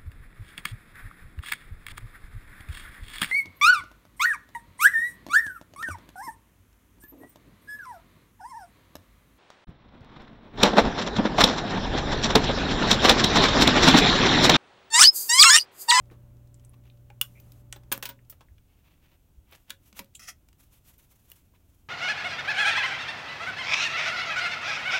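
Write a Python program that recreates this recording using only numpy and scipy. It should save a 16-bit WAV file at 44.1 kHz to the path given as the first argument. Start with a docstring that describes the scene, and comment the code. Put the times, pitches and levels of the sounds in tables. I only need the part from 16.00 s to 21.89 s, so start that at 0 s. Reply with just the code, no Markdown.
"""A cat gnaws an icicle under the roof of a wooden outdoor pen; it snaps off and clatters onto a plank.
A second cat scrambles up the boards, its claws scrape, and fur brushes along the wood.
Breaks, clicks and rubbing are shaped noise; ringing ice, hollow knocks and boards are fading sine waves.
The pen adds a short echo; an electric hum of sine waves and noise dies away over a low outdoor rumble."""
import sys
import numpy as np
from scipy import signal
from scipy.fft import rfft, irfft, next_fast_len
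from scipy.io import wavfile
from scipy.ndimage import uniform_filter1d

SR = 44100
rng = np.random.default_rng(int(sys.argv[2]) if len(sys.argv) > 2 else 0)


def generate_wav(sig):
    """Save sig (samples, or channels by samples) to the path in sys.argv[1] as 16-bit PCM at SR."""
    pcm = np.round(np.clip(np.atleast_2d(sig).T, -1, 1) * 32767).astype(np.int16)
    wavfile.write(sys.argv[1], SR, pcm)


N = 259656
T = np.arange(N) / SR

# tone of fur on wood, also used for the faint hiss: (frequency [Hz], level [dB])
FUR_COLOUR = [(290, -36.5), (500, -10), (749, -12), (1110, -9), (1320, -10), (1680, -12.5), (2870, -9),
              (4560, -13), (10200, -9), (11300, -5.5), (15800, -11.5)]


def undb(db):
    """Decibels to gain."""
    return 10 ** (np.asarray(db) / 20)


def unit(x):
    """Scale to an rms (average strength) of 1."""
    return x / np.sqrt(np.mean(x ** 2))


def curve(rows):
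    """Gain over time from (time [s], level [dB]) rows."""
    s, db = np.transpose(rows)
    return undb(np.interp(T, s, db))


def add(out, s, x):
    """Mix x into out from time s."""
    i = int(s * SR)
    out[i:i + len(x)] += x[:N - i]


def fade(t, t60):
    """Exponential decay that has dropped 60 dB after t60 seconds."""
    return np.exp(-np.log(1000) * t / t60)


def colour(x, points):
    """Filter through (frequency [Hz], level [dB]) points, with no sound ahead of its cause."""
    size = 2 * next_fast_len(len(x))
    hz, db = np.transpose(points)
    f = np.maximum(np.arange(size // 2 + 1) * SR / size, 1)
    log_gain = np.log(undb(np.interp(np.log(f), np.log(hz), db)))
    # folding the cepstrum onto its first half makes the filter respond only after its input
    cepstrum = irfft(log_gain)
    cepstrum[1:size // 2] *= 2
    cepstrum[size // 2 + 1:] = 0
    response = np.exp(rfft(cepstrum))
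    return irfft(rfft(x, size) * response)[:len(x)]


def walk(rate):
    """Slow random wandering with a spread near 1, given about rate new values a second."""
    k = int(SR / rate)
    steps = np.repeat(rng.standard_normal(N // k + 1), k)
    smooth = uniform_filter1d(uniform_filter1d(steps, k), k)
    return unit(smooth[:N])


def grains(size, spread_db):
    """Dense micro-fractures or slips, a few much larger than the rest."""
    boost_db = spread_db * np.minimum(rng.exponential(size=size), 4)
    return rng.standard_normal(size) * undb(boost_db)


def burst(points, db, t60):
    """One sharp break and its crumbling, levelled over the first 5 ms."""
    t = T[:8192]
    push = unit(grains(len(t), spread_db=2.5)) * fade(t, t60)
    push[0] = 3.5  # the sharp first break
    x = colour(push, points)
    return x * undb(db) / np.sqrt(np.mean(x[t < .005] ** 2))


def rings(modes, rise_s):
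    """Struck modes (natural tones of an object) swell quickly and die away."""
    out, t = np.zeros(N), T[:SR // 4]
    for s, hz, db, t60 in modes:
        swell = 1 - np.exp(-t / rise_s)
        add(out, s, undb(db) * np.sin(2 * np.pi * hz * t) * fade(t, t60) * swell)
    return out


def strokes(rows):
    """Gain over time: each stroke swells to its peak and eases off, 20 dB down at its rise and fall times."""
    shape = 1.47  # 1 is a pointed swell, 2 a rounded one
    power = 0
    for s, db, rise, fall in rows:
        away = np.minimum(np.maximum((s - T) / rise, (T - s) / fall), 10)
        power = power + undb(db - 20 * away ** shape) ** 2
    return np.sqrt(power)


def rub(points, rows, spread_db, flutter_db):
    """Countless tiny slips of a soft surface over a rough one."""
    slips = unit(colour(grains(N, spread_db), points))
    flutter = undb(flutter_db * walk(90))
    return slips * strokes(rows) * flutter


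def background(swell_db=1.86):
    """An electric motor and its rush of air die away over the quiet outdoors."""
    # motor shaft, its second harmonic, mains hum, faint whine, ahead of the fade:
    # (frequency [Hz], level [dB])
    hum_tones = [(29.3, -62), (58.7, -57.5), (120, -49.5), (581, -70.5)]
    # loudness of the hum and rush, fading out from about 1.8 s: (time [s], level [dB])
    fade_rows = [(0, 1), (.6, -1.5), (1.8, -.5), (2.2, -6), (2.45, -17.5), (2.7, -29), (5.88, -43)]
    # tone of the motor's rush of air: (frequency [Hz], level [dB])
    rush_colour = [(25, -11.5), (50, -5.5), (85, -1), (125, -12), (170, -9.5), (280, -15.5), (450, -23.5),
                   (900, -30), (2000, -41), (5000, -58.5)]
    # tone of the outdoor rumble: (frequency [Hz], level [dB])
    air_colour = [(12, -36.5), (20, -8), (81, -4.5), (203, -18.5), (284, -19.5), (496, -30.5), (586, -29.5),
                  (1250, -38.5), (1430, -37), (1790, -42), (2720, -38.5), (4890, -43.5), (11600, -40),
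                  (15800, -39.5)]
    rush_db, air_db = -58.5, -61.5  # the rush level is ahead of its swell and the fade
    hum = sum(undb(db) * np.sin(2 * np.pi * (hz * T + rng.random())) for hz, db in hum_tones)
    rush = undb(rush_db) * unit(colour(rng.standard_normal(N), rush_colour))
    air = undb(air_db) * unit(colour(rng.standard_normal(N), air_colour))
    swell = undb(swell_db * walk(5.1))
    return (hum + rush * swell) * curve(fade_rows) + air


def strays(spread_db=2, spread_octaves=0.37, width=0.96):
    """Faint clicks scattered while the cats gnaw and climb, as rows like the clearer clicks in ticks."""
    # spells of fidgeting: (start [s], end [s])
    spells = [(.05, 1), (1.75, 2.2), (3.95, 4.15)]
    per_s, middle_db, middle_hz = 6, -71.5, 4000
    rows = []
    for start, end in spells:
        for slot in np.arange(start, end, 1 / per_s):
            pitch, size = rng.standard_normal(2)
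            s = slot + rng.random() / per_s
            hz = middle_hz * 2 ** (spread_octaves * pitch)
            rows.append((s, hz, middle_db + spread_db * size, width))
    return rows


def ticks(skirt_db=-30, t60=0.022):
    """Small contacts, each with one broad resonance."""
    # clearer clicks of teeth, claws and chips of ice:
    # (time [s], centre [Hz], level [dB], width [octaves])
    clear_clicks = [(0.101, 1700, -60, 0.5), (.543, 7500, -56.5, .35), (.597, 3000, -66, 1.4),
                    (0.649, 8300, -55, 0.28), (.694, 10300, -57, 0.11), (.735, 1110, -65, 0.078),
                    (0.9, 3020, -59, 0.37), (1.102, 2500, -56, 0.16), (1.4, 4470, -60.5, 0.92),
                    (1.726, 7350, -37, 0.35), (1.729, 1070, -47, 0.78), (1.761, 3700, -53, 0.16),
                    (1.835, 1475, -63.5, 1.7), (2.19, 1800, -63, .35), (2.485, 1840, -65.5, 0.31),
                    (2.582, 2325, -63.5, 0.73), (3.512, 13000, -59, .5), (3.552, 2200, -54, 1.9),
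                    (3.559, 7100, -58.5, 0.99), (3.7058, 2630, -36.5, 0.75), (3.928, 1360, -54, 1.7),
                    (4.045, 5980, -58.5, 2.1), (4.152, 3160, -48, 0.36), (4.282, 1970, -46.5, 0.48),
                    (4.487, 2470, -59, 2.5), (4.529, 2800, -62, 1.5), (4.981, 13100, -58, 0.15),
                    (5.317, 14100, -48, 0.18)]
    out, hz = np.zeros(N), np.geomspace(100, 20000, 120)
    for s, centre, db, width in clear_clicks + strays():
        hump = np.exp(-.5 * (np.log2(hz / centre) / width) ** 2)
        shape = undb(skirt_db) + hump
        add(out, s, burst(np.c_[hz, 20 * np.log10(shape)], db, t60))
    return out


def cracks(trim_db=-1.0):
    """Ice breaking and landing, and claws striking home: one colour, tilted dull or bright."""
    # brittle cracks and impacts, levels ahead of the trim:
    # (time [s], level [dB], bass tilt [dB], treble tilt [dB], t60 [s])
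    breaks = [(.112, -54, 21, -8, 0.16), (1.102, -53.5, 10, -12, 0.021), (1.213, -18.5, -6, 8, 0.026),
              (1.52, -50, -19, 3.5, 0.017), (1.7267, -37.5, -29, -15, 0.02),
              (1.7608, -49.5, 12, -25, 0.043), (1.917, -29, -10.5, -12.5, 0.11),
              (1.9241, -20.5, -6, 0.5, 0.025), (1.9776, -37, 12, 8, 0.0048),
              (2.0263, -29.5, -3.5, -7.5, 0.062), (2.0547, -30.5, -16.5, -9, 0.063),
              (2.091, -40, -4.5, -11.5, 0.077), (2.298, -40.5, -7.5, 12.5, 0.092),
              (2.325, -54, 5.5, -16, 0.051), (2.408, -53, 5, -14, 0.07), (3.697, -46, -17, -11, 0.02),
              (3.7044, -32, -27.5, -4, 0.014), (3.9922, -32, -2, -4, .034),
              (5.3011, -46.5, -13.5, 11, 0.0073), (5.317, -44, -4, 3.5, 0.012)]
    # where the bass tilt, level pivot and treble tilt sit: (frequency [Hz])
    tilt_hz = [405, 3344, 13700]
    # tone shared by all cracks: (frequency [Hz], level [dB])
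    shared_colour = [(100, -10), (400, -1.5), (1400, 0.5), (3300, 0.5), (7500, -3), (13500, 0.5)]
    out = np.zeros(N)
    hz, shared_db = np.transpose(shared_colour)
    for s, db, bass, treble, t60 in breaks:
        tilt = np.interp(np.log(hz), np.log(tilt_hz), [bass, 0, treble])
        add(out, s, burst(np.c_[hz, shared_db + tilt], db + trim_db, t60))
    return out


def thumps():
    """Brief hollow knocks of jaw, ice and paws, each one fading tone."""
    # knocks: (time [s], pitch [Hz], level [dB], t60 [s])
    hollow_knocks = [(.112, 324, -43.5, 0.057), (1.103, 817, -46.5, 0.042), (2.413, 884, -52.5, .035),
                     (3.93, 213, -52.5, 0.13), (3.995, 181.6, -46, 0.11), (4.205, 217, -57, 0.11)]
    return rings(hollow_knocks, rise_s=0.00068)


def planks(trim_db=-3, spot_db=2.0, detune=.006):
    """Boards ring when struck, a little differently at every spot; soft paws reach only the low modes."""
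    # blows; a cat's weight damps the board, levels ahead of the trim:
    # (time [s], level [dB], hardness as a corner [Hz], share of the ring time left [0-1])
    blows = [(0.114, -68, 400, 0.73), (1.918, -34.5, 2000, 0.69), (1.978, -36.5, 300, 0.17),
             (2.056, -49, 2010, 0.97), (2.095, -49, 2000, 0.78), (2.41, -66, 1470, 1),
             (3.703, -48.5, 586, 0.61), (3.998, -38.5, 490, 0.56), (5.537, -60.5, 716, .6)]
    # modes of a plank, ahead of the chance at each spot and the damping:
    # (frequency [Hz], level [dB], t60 [s])
    modes = [(214.4, -6, 0.22), (268.5, -6, 0.26), (424, -6, 0.1), (548.6, -5.5, 0.35), (611, -8, 0.085),
             (958.5, 3.5, 0.12), (1024, 7, 0.078), (1275, -5, .09), (1500, -6.5, 0.23), (1637, 5, 0.072),
             (2140, -3, 0.098)]
    out, t = np.zeros(N), T[:SR // 3]
    for s, db, corner, ring in blows:
        for hz, mode_db, t60 in modes:
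            size, pitch = rng.standard_normal(2)
            softness = np.hypot(1, (hz / corner) ** 2)
            level = undb(db + mode_db + trim_db + spot_db * size)
            gain = rng.choice([-1, 1]) * level / softness
            tone = np.sin(2 * np.pi * hz * (1 + detune * pitch) * t)
            add(out, s, gain * tone * fade(t, t60 * ring))
    return out


def rustling():
    """Soft, dull rubbing made of tiny slips, with an uneven flutter."""
    # strokes: (peak time [s], level [dB], rise [s], fall [s])
    rows = [(.64, -69, 0.02, .03), (.742, -67.5, 0.016, 0.014), (.86, -67, 0.018, 0.08),
            (2.72, -75.5, 0.076, 0.19), (2.87, -67, 0.082, 0.17), (3.041, -66.5, .04, .07),
            (3.13, -64, 0.092, 0.046), (3.53, -58, 0.05, 0.084), (3.701, -59.5, 0.033, .03),
            (3.98, -56.5, .04, 0.031), (5.549, -71, .015, .07)]
    # tone: (frequency [Hz], level [dB])
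    points = [(300, -7.5), (900, -4), (1700, -6), (2700, -2), (4500, -11.5), (8000, -21), (15000, -13.5)]
    return rub(points, rows, spread_db=6, flutter_db=3.5)


def ice():
    """Snapped icicles and loose shards ring in their modes, the shortest shards highest."""
    # an icicle snaps and rings: (time [s], level [dB])
    snaps = [(1.213, -8), (5.317, -38.5)]
    # modes of a hanging icicle, levels relative to the snap: (frequency [Hz], level [dB], t60 [s])
    icicle_modes = [(2894, -2, 0.021), (3410, -14, .032), (3560, -25.5, .05), (9390, -10, .024),
                    (12280, -7, .005)]
    # shards set ringing: (time [s], pitch [Hz], level [dB])
    shard_hits = [(1.4, 14600, -50), (1.518, 14600, -61), (1.7605, 14700, -51.5), (1.918, 9430, -22),
                  (1.9245, 14540, -20), (2.054, 15350, -33), (2.089, 15000, -33), (2.3, 14800, -41)]
    # modes of a short shard, relative to its hit: (pitch ratio [1], level [dB], t60 [s])
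    shard_modes = [(1, 2.5, 0.044), (1.2, -16.5, 0.015), (0.95, -10, 0.0623)]
    icicles = [(s, hz, db + mode_db, t60)
               for s, db in snaps for hz, mode_db, t60 in icicle_modes]
    shards = [(s, hz * ratio, db + mode_db, t60)
              for s, hz, db in shard_hits for ratio, mode_db, t60 in shard_modes]
    return rings(icicles + shards, rise_s=.001)


def hiss(edge_s=.02):
    """A faint, even, bright hiss from 1.23 to 1.62 s with short soft edges."""
    # its one spell: (start [s], end [s], level [dB])
    spell = (1.23, 1.62, -69)
    start, end, db = spell
    gate = np.clip(np.minimum(T - start, end - T) / edge_s + .5, 0, 1)
    return undb(db) * gate * unit(colour(rng.standard_normal(N), FUR_COLOUR))


def creak(width_hz=800):
    """The icicle creaks between the teeth: uneven stick-slip excites one broad, rising resonance."""
    # loudness: (time [s], level [dB])
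    loudness = [(1.345, -100), (1.356, -64), (1.37, -60.5), (1.382, -62), (1.395, -66), (1.415, -100)]
    # rising centre of the resonance: (time [s], pitch [Hz])
    pitch_rows = [(1.35, 2232), (1.41, 2460)]
    pitch = np.interp(T, *np.transpose(pitch_rows))
    phase = 2 * np.pi * np.cumsum(pitch) / SR
    # two random strengths smear the tone into a band
    band = walk(width_hz) * np.cos(phase) + walk(width_hz) * np.sin(phase)
    return band * curve(loudness)


def gusts():
    """Puffs of wind thud on the microphone as short swells of low noise."""
    # soft puffs: (peak time [s], level [dB], length [s])
    puffs = [(2.523, -50, .018), (2.582, -52.5, 0.0099), (3.385, -47.5, 0.016)]
    points = [(20, -14.5), (45, 2), (65, 6.0), (110, -9.5), (300, -47), (2000, -90.5)]  # (Hz, dB)
    rumble = unit(colour(rng.standard_normal(N), points))
    swells = sum(undb(db) * np.exp(-.5 * ((T - s) / length) ** 2) for s, db, length in puffs)
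    return rumble * swells


def brushing():
    """Paws and fur brush the wood in countless tiny slips."""
    # strokes: (peak time [s], level [dB], rise [s], fall [s])
    rows = [(3.55, -70, 0.056, 0.2), (3.875, -62, 0.072, .06), (3.992, -39.5, .032, 0.0075),
            (4.6, -58, 0.017, 0.087), (4.745, -61, 0.055, 0.094), (4.882, -54.5, 0.043, 0.09),
            (4.991, -60, 0.014, .11), (5.13, -64, 0.066, 0.061), (5.2, -65, 0.071, 0.057),
            (5.32, -63.5, 0.12, 0.17), (5.721, -74, 0.32, 0.45)]
    return rub(FUR_COLOUR, rows, spread_db=1.0, flutter_db=2.5)


def claws(comb_hz=655, bounce=0.82):
    """Rapid slips; the bounce off the board close by combs the spectrum."""
    # claws catch on an edge: (peak time [s], level [dB], rise [s], fall [s])
    snag_rows = [(4.152, -45, 0.0044, 0.03)]
    # tone of the catch: (frequency [Hz], level [dB])
    snag_colour = [(1200, -43), (2200, -20.5), (3100, -1), (5200, -19), (7500, 8), (9300, -5), (11000, -2),
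                   (13000, -16), (15500, -13)]
    # claws bite into a board, slide, then dig in: (peak time [s], level [dB], rise [s], fall [s])
    drag_rows = [(4.195, -45.5, 0.00096, 0.027), (4.228, -49.5, 0.031, 0.1), (4.289, -37.5, 0.02, 0.032)]
    # tone of the slide: (frequency [Hz], level [dB])
    drag_colour = [(400, -29), (700, -13), (930, -18.5), (1250, -5.5), (1600, -10), (1950, -2),
                   (3100, -6.5), (3900, -14.5), (5300, 0), (7700, -9.5), (8300, -12), (9500, -6.5),
                   (15500, -19)]
    slips, lag = grains(N, spread_db=2.5), int(SR / comb_hz)
    slips = slips + bounce * np.roll(slips, lag)
    drag = unit(colour(slips, drag_colour)) * strokes(drag_rows)
    snag = unit(colour(slips, snag_colour)) * strokes(snag_rows)
    return drag + snag


def pen(x, wet_db, t60, gap_s=0.003, build_s=.002):
    """Short, dense echoes between siding, roof and boards; the wood soaks up some treble."""
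    t = T[:SR // 3]
    build = 1 - np.exp(-np.maximum(t - gap_s, 0) / build_s)
    tail = rng.standard_normal(len(t)) * fade(t, t60) * build
    tail = tail / np.sqrt(np.sum(tail ** 2))
    tail = colour(tail, [(200, 7.5), (1500, 1.5), (4500, -5.0), (15000, -5.5)])  # (Hz, dB)
    return x + undb(wet_db) * signal.fftconvolve(x, tail)[:N]


def scene():
    """All sources at one microphone; close, directed sounds carry less of the pen's echo."""
    blows = ticks() + cracks() + thumps() + planks()
    close = rustling() + ice() + hiss() + creak() + brushing() + claws()
    in_pen = pen(blows, wet_db=-9, t60=0.13) + pen(close, wet_db=-14.5, t60=.12)
    return (in_pen + background() + gusts())[None]


def record(dry):
    """The microphone bends the treble by a few dB; the recorder cuts the top."""
    # microphone tone: (frequency [Hz], level [dB])
    microphone = [(3400, 0), (4700, -2), (6200, 0.5), (10000, -2.5), (14000, 1)]
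    top_hz = 15900
    low_pass = signal.ellip(8, .2, 70, top_hz, fs=SR, output="sos")
    return signal.sosfilt(low_pass, colour(dry[0], microphone))[None]


dry = scene()
out = record(dry)
generate_wav(out)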